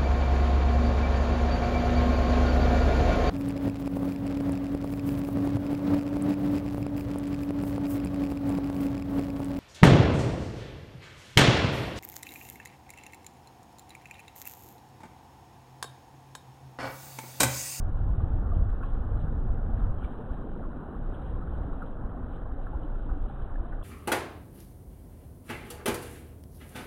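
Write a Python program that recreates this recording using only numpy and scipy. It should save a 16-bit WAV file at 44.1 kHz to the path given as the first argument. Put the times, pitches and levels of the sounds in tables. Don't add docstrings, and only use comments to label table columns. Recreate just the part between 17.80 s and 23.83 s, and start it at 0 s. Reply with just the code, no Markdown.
import sys
import numpy as np
from scipy import signal
from scipy.fft import rfft, irfft, next_fast_len
from scipy.io import wavfile
from scipy.ndimage import uniform_filter1d

SR = 44100
rng = np.random.default_rng(int(sys.argv[2]) if len(sys.argv) > 2 else 0)


def pcm_store(signal):
    levels = np.round(np.clip(np.atleast_2d(signal), -1, 1) * 32767)
    wavfile.write(sys.argv[1], SR, levels.astype(np.int16).T)


def decibels_to_gain(level_db):
    exponent = np.asarray(level_db, float) / 20
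    return 10 ** exponent


N = 266099

# (t/s, splash level/dB, churn level/dB)
FALL_LEVELS = [(0.0, -49, -46.5), (0.72, -49, -43), (1.0, -50, -45.5), (1.25, -49.5, -42),
               (1.8, -49.5, -41), (2.2, -48.5, -43), (2.55, -47.5, -40), (3.0, -48, -40.5),
               (3.6, -47.5, -40.5), (4.3, -49, -43.5), (5.2, -49.5, -45), (6.03, -49, -44)]
MIST_DB = -74


def waterfall():
    splash_db, churn_db = in_time(FALL_LEVELS)
    body = decibels_to_gain(churn_db) * churn() + decibels_to_gain(splash_db) * splash()
    spray = decibels_to_gain(MIST_DB) * mist() + surge_strength() * surge_spray()
    return body + spray


# (f/Hz, relative level/dB per Hz)
CHURN_COLOUR = [(65, -42.5), (110, 1), (193, -1.5), (252, -0.5), (600, -14.5), (780, -53), (1320, -120)]


def churn():
    bubbles = swarm(100, 650, 200.0, cycles=35.0, size_db=0.8, clump_db=0.37)
    return water(CHURN_COLOUR, bubbles, share=0.4, patchy_db=1.6)


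# (f/Hz, relative level/dB per Hz)
SPLASH_COLOUR = [(260, -43), (450, -3), (611, -4), (765, -2), (922, -7.5), (1100, -7), (1450, -9),
                 (1740, -17.5), (2200, -38), (2860, -62.5), (4840, -120)]


def splash():
    bubbles = swarm(414.4, 2410, 300.0, cycles=30.0, size_db=1.5, clump_db=2.5)
    gurgles = swarm(420, 2300, 150.0, cycles=88.0, size_db=1.0, clump_db=1.5)
    return water(SPLASH_COLOUR, bubbles + decibels_to_gain(-6.0) * gurgles, share=0.4, patchy_db=1.7)


# (f/Hz, relative level/dB per Hz)
MIST_COLOUR = [(1120, -30), (1900, -6), (2190, -11.5), (2290, -10), (2480, -6.5), (3050, -4.5), (3960, -9),
               (6710, -120)]


def mist():
    bubbles = swarm(1800, 4300, 300.0, cycles=220.0, size_db=-1.0, clump_db=0.0)
    return water(MIST_COLOUR, bubbles, share=0.28, patchy_db=2.0)


# (f/Hz, relative level/dB per Hz)
SURGE_HUE = [(2200, -10.5), (2700, -10), (3100, -3), (3500, -8.5), (4000, -10)]


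def surge_spray():
    bubbles = swarm(2100, 4200, 250.0, cycles=130.0, size_db=1.0, clump_db=0.5)
    return water(SURGE_HUE, bubbles, share=0.45, patchy_db=0.5)


# (crest t/s, level/dB, build-up by a factor e t/s, dying by 60 dB t/s)
SPRAY_SURGES = [(0.19, -74, 0.035, 0.42), (0.74, -72.5, .03, 0.36), (0.9, -76.5, 0.025, .5),
                (1.04, -66.5, .015, 0.7), (1.408, -68.5, 0.054, 0.18), (2.0, -68.5, 0.069, 0.46),
                (2.2, -72, 0.016, .6), (2.24, -66.5, 0.017, 0.98), (2.53, -70, 0.031, 1),
                (3.35, -68, .015, 0.52), (3.419, -74, 0.036, 1.3), (3.749, -71, 0.15, 1),
                (4.06, -69.5, 0.065, 0.33), (4.38, -80, 0.022, 0.25), (4.54, -67.5, 0.059, 0.45),
                (4.83, -73, .04, 0.51), (5.04, -71.5, 0.023, 0.22), (5.51, -67, 0.035, 0.45),
                (5.629, -70.5, 0.032, 0.36), (5.89, -75, .07, 0.73)]


def surge_strength():
    t = np.arange(N) / SR
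    power = np.zeros(N)
    for crest, db, build_s, t60 in SPRAY_SURGES:
        rising = np.exp(2 * np.minimum(t - crest, 0) / build_s)
        dying = decibels_to_gain(-120 * np.maximum(t - crest, 0) / t60)
        power += decibels_to_gain(2 * db) * np.where(t < crest, rising, dying)
    return np.sqrt(power)


def water(spectrum, bubbles, share, patchy_db):
    share = np.clip(share, 0, 1)
    rush = rng.standard_normal(N) * decibels_to_gain(patchy_db * drift(1.6))
    return np.sqrt(1 - share) * colour(rush, spectrum) + np.sqrt(share) * colour(bubbles, spectrum)


def swarm(low_hz, high_hz, per_s, cycles, size_db, clump_db):
    sizes = decibels_to_gain(size_db * np.minimum(rng.exponential(1, N), 5)) * rng.choice([-1, 1], N)
    born = rng.random(N) < per_s * decibels_to_gain(clump_db * drift(9.0)) / SR
    pitch_number = rng.integers(0, 24, N)
    out = np.zeros(N)
    for k, hz in enumerate(np.geomspace(low_hz, high_hz, 24)):
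        r = decibels_to_gain(-60 * hz / (cycles * SR))
        w = 2 * np.pi * hz / SR
        kicks = sizes * born * (pitch_number == k) + 1e-18
        ring = signal.lfilter([1, 0, -1], [1, -2 * r * np.cos(w), r * r], kicks)
        out += rms_one(ring) * np.sqrt(hz)
    return rms_one(out)


# (t/s, peak level/dB, starting f/Hz)
LARGE_BUBBLES = [(0.093, -41, 305), (0.292, -46.5, 1024), (0.34, -43, 336), (0.4045, -44, 1180),
                 (0.624, -39, 212), (0.6569, -44.5, 1170), (0.7183, -38, 1197), (0.727, -38, 688),
                 (1.0114, -41.5, 1380), (1.035, -38.5, 1094), (1.889, -33, 223), (1.895, -43.5, 810),
                 (2.068, -44.5, 243), (2.2438, -50.5, 2305), (2.317, -37.5, 244), (2.396, -38, 448),
                 (2.52, -39, 244), (2.7626, -47, 946), (2.789, -43, 199), (2.813, -44, 670),
                 (2.8534, -44, 1050), (2.973, -36, 249), (3.1492, -43.5, 1090), (3.5648, -46, 1020),
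                 (3.6227, -44, 1260), (3.759, -48, 1020), (3.787, -46, 550), (4.0204, -37, 1412),
                 (4.0257, -39.5, 1270), (4.04, -38.5, 488), (4.411, -51, 250), (4.6578, -43.5, 1076),
                 (4.784, -41.5, 547), (4.8698, -42, 1323), (4.933, -39, 830), (4.9497, -44, 993),
                 (4.986, -37, 299), (5.047, -36, 300), (5.0325, -57.5, 3020), (5.1534, -48, 1340),
                 (5.332, -46, 440), (5.364, -38, 283), (5.5, -42, 785), (5.7568, -47.5, 1710),
                 (5.837, -41.5, 325), (5.9254, -50, 1530)]
RING_S_AT_1K, RING_SLOPE = 0.041, 0.37
ONSET_CYCLES = 4.0


def plops(glide_per_s=0.35):
    out, t = np.zeros(N + SR), np.arange(SR // 4) / SR
    for s, db, hz in LARGE_BUBBLES:
        t60 = RING_S_AT_1K * (1000 / hz) ** RING_SLOPE
        shape = (1 - np.exp(-t * hz / ONSET_CYCLES)) * decibels_to_gain(-60 * t / t60)
        tone = np.sin(2 * np.pi * hz * (t + glide_per_s * t * t / 2))
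        at = round((s - ONSET_CYCLES / 2 / hz) * SR)
        out[at:at + len(t)] += decibels_to_gain(db) * shape / shape.max() * tone
    return out[:N]


# (t/s, peak level/dB, centre f/Hz, dying by 60 dB t/s)
BURSTING_DROPS = [(0.75, -62.5, 3100, 0.072), (0.8945, -41.5, 1440, 0.1), (0.8989, -66, 3220, 0.072),
                  (1.029, -39.5, 1340, 0.062), (1.0331, -56, 2770, 0.044), (1.05, -59, 3010, 0.085),
                  (1.0794, -64, 2900, 0.08), (1.394, -61, 3610, 0.34), (1.9954, -49.5, 1520, 0.021),
                  (2.1839, -62, 3080, 0.068), (2.2094, -58, 2930, 0.06), (2.225, -35.5, 510, 0.034),
                  (2.2314, -58.5, 2350, 0.06), (2.2338, -57, 3160, 0.093), (2.2408, -56, 3020, 0.087),
                  (2.2473, -44, 1336, 0.023), (3.1708, -52, 1510, 0.047), (3.344, -55, 3100, 0.046),
                  (3.4555, -60, 3050, 0.2), (4.5423, -64, 2990, 0.065), (4.8695, -39.5, 1340, 0.04),
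                  (5.234, -64, 2850, 0.089), (5.293, -40.5, 1240, 0.23), (5.6984, -49, 1280, 0.025),
                  (5.7568, -46, 1500, 0.03), (5.9243, -40, 1505, 0.07), (6.028, -53, 3150, 0.06)]
SPLAT_WIDTH_HZ = 600


def splats(rise_s=0.003):
    out, t = np.zeros(N + SR), np.arange(SR // 4) / SR
    half_hz = SPLAT_WIDTH_HZ / 2
    for s, db, hz, t60 in BURSTING_DROPS:
        puff = rng.standard_normal(len(t)) * (1 - np.exp(-t / rise_s)) * decibels_to_gain(-60 * t / t60)
        band = signal.butter(4, [max(hz - half_hz, 50), hz + half_hz], "band", fs=SR, output="sos")
        burst = signal.sosfilt(band, puff)
        at = round((s - rise_s - 1 / SPLAT_WIDTH_HZ) * SR)
        out[at:at + len(t)] += decibels_to_gain(db) * burst / np.abs(burst).max()
    return out[:N]


# (t/s, buffeting level/dB, flutter level/dB)
WIND_LEVELS = [(0.0, -27, -31.5), (0.3, -33, -29.5), (0.6, -26, -30), (0.84, -28.5, -24),
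               (0.95, -27, -37.5), (1.3, -31, -30.5), (1.76, -28.5, -31.5), (2.1, -28, -29.5),
               (2.25, -31, -40.5), (3.1, -39.5, -42.5), (3.45, -32, -34), (3.8, -29.5, -35),
               (4.0, -35.5, -40), (4.5, -36, -40.5), (5.3, -31, -41), (6.03, -31, -42)]
# (f/Hz, relative level/dB per Hz)
BUFFET_COLOUR = [(2.9, -32.5), (5.0, 3), (14, 4), (27, 16.5), (60, -11.5), (78, -33.5), (130, -120)]
# (f/Hz, relative level/dB per Hz)
FLUTTER_COLOUR = [(24, -36), (40, 0.5), (97, -6), (134, -15.5), (220, -24), (290, -39), (480, -120)]
BREATH_DB, BREATH_HZ = 1.24, 4


def wind():
    buffet_db, flutter_db = in_time(WIND_LEVELS)
    buffet = decibels_to_gain(buffet_db) * eddies(BUFFET_COLOUR, 0.12, 0.27)
    flutter = decibels_to_gain(flutter_db) * eddies(FLUTTER_COLOUR, 0.048, 0.35)
    breaths = decibels_to_gain(BREATH_DB * drift(BREATH_HZ))
    return breaths * (buffet + flutter) + thumps()


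def eddies(spectrum, even_s, evenness):
    x = colour(rng.standard_normal(N), spectrum)
    window = int(even_s * SR)
    swell = uniform_filter1d(uniform_filter1d(x * x, window), window)
    return rms_one(x / (swell + 0.14) ** (evenness / 2))


# (t/s, peak level/dB, f/Hz)
WIND_THUMPS = [(0.213, -21, 56.3), (0.305, -13.5, 45), (0.383, -20, 71.3), (0.44, -12.5, 74.4),
               (0.542, -17.5, 69), (0.67, -23, 50), (0.77, -15, 75), (0.825, -13, 57.6),
               (0.941, -19.5, 33.2), (1.208, -18, 30), (1.341, -24.5, 55.4), (1.48, -20, 51),
               (1.581, -19, 48.7), (1.709, -18, 39.2), (1.94, -19.5, 39.8), (2.045, -21.5, 47),
               (2.118, -23, 60.6), (2.248, -20.5, 49), (2.516, -21.5, 48.7), (2.874, -28.5, 39.7),
               (3.342, -30, 52), (3.478, -24, 63.3), (3.691, -20.5, 54.3), (3.818, -23.5, 47.3),
               (3.923, -23.5, 36.3), (4.253, -21, 37.3), (4.44, -25.5, 47), (4.725, -23, 44),
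               (4.96, -22, 46.4), (5.32, -17, 37), (5.436, -25.5, 49), (5.637, -25.5, 37.6),
               (5.803, -23.5, 42)]
THUMP_CYCLES = 0.44


def thumps():
    out, t = np.zeros(N + SR), np.arange(-SR // 10, SR // 10) / SR
    for s, db, hz in WIND_THUMPS:
        push_or_pull = rng.choice([-1, 1])
        swing = np.exp(-(t * hz / THUMP_CYCLES) ** 2) * np.cos(2 * np.pi * hz * t)
        at = round(s * SR) - SR // 10
        out[at:at + len(t)] += push_or_pull * decibels_to_gain(db) * swing
    return out[:N]


def rms_one(x):
    return x / np.sqrt(np.mean(x ** 2) + 1e-20)


def in_time(rows):
    s, *columns = np.transpose(rows)
    return [np.interp(np.arange(N) / SR, s, c) for c in columns]


def colour(x, spectrum):
    size = next_fast_len(N)
    hz, db = np.transpose(spectrum)
    log_hz = np.log(hz)
    bins = np.log(np.maximum(np.arange(size // 2 + 1) * SR / size, 1))
    outside = np.maximum(log_hz[0] - bins, 0) + np.maximum(bins - log_hz[-1], 0)
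    gain = decibels_to_gain(np.interp(bins, log_hz, db) - 60 * outside)
    return rms_one(irfft(rfft(x, size) * gain, size)[:N])


def drift(rate_hz):
    r = np.exp(-80 * np.pi * rate_hz / SR)
    noise = rng.standard_normal(N // 40 + 2002)
    slow = signal.lfilter([1], [1, -2 * r, r * r], noise)[2000:]
    return np.interp(np.arange(N) / 40, np.arange(len(slow)), rms_one(slow))


def scene():
    return (waterfall() + plops() + splats() + wind())[None]


CAMERA_RATE_HZ, CAMERA_TOP_HZ = 12000, 4058
FADE_S = 0.003


def camera_microphone(x):
    margin = 1470
    padded = np.pad(x, margin, mode="reflect", reflect_type="odd")
    low_pass = signal.ellip(12, .5, 90, CAMERA_TOP_HZ, fs=SR, output="sos")
    dull = signal.sosfilt(low_pass, padded)
    samples = signal.resample_poly(dull, CAMERA_RATE_HZ, SR)
    return np.interp((np.arange(N) + margin) / SR, np.arange(len(samples)) / CAMERA_RATE_HZ, samples)


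def band_limit(x):
    return signal.sosfilt(signal.butter(12, 13800, fs=SR, output="sos"), x)


def record(dry):
    heard = camera_microphone(dry[0])
    to_edge = np.minimum(np.arange(N), np.arange(N)[::-1]) / SR
    fade = np.sin(np.pi / 2 * np.minimum(to_edge / FADE_S, 1)) ** 2
    mix = (heard * fade)[None]
    return band_limit(mix)


dry = scene()
out = record(dry)
pcm_store(out)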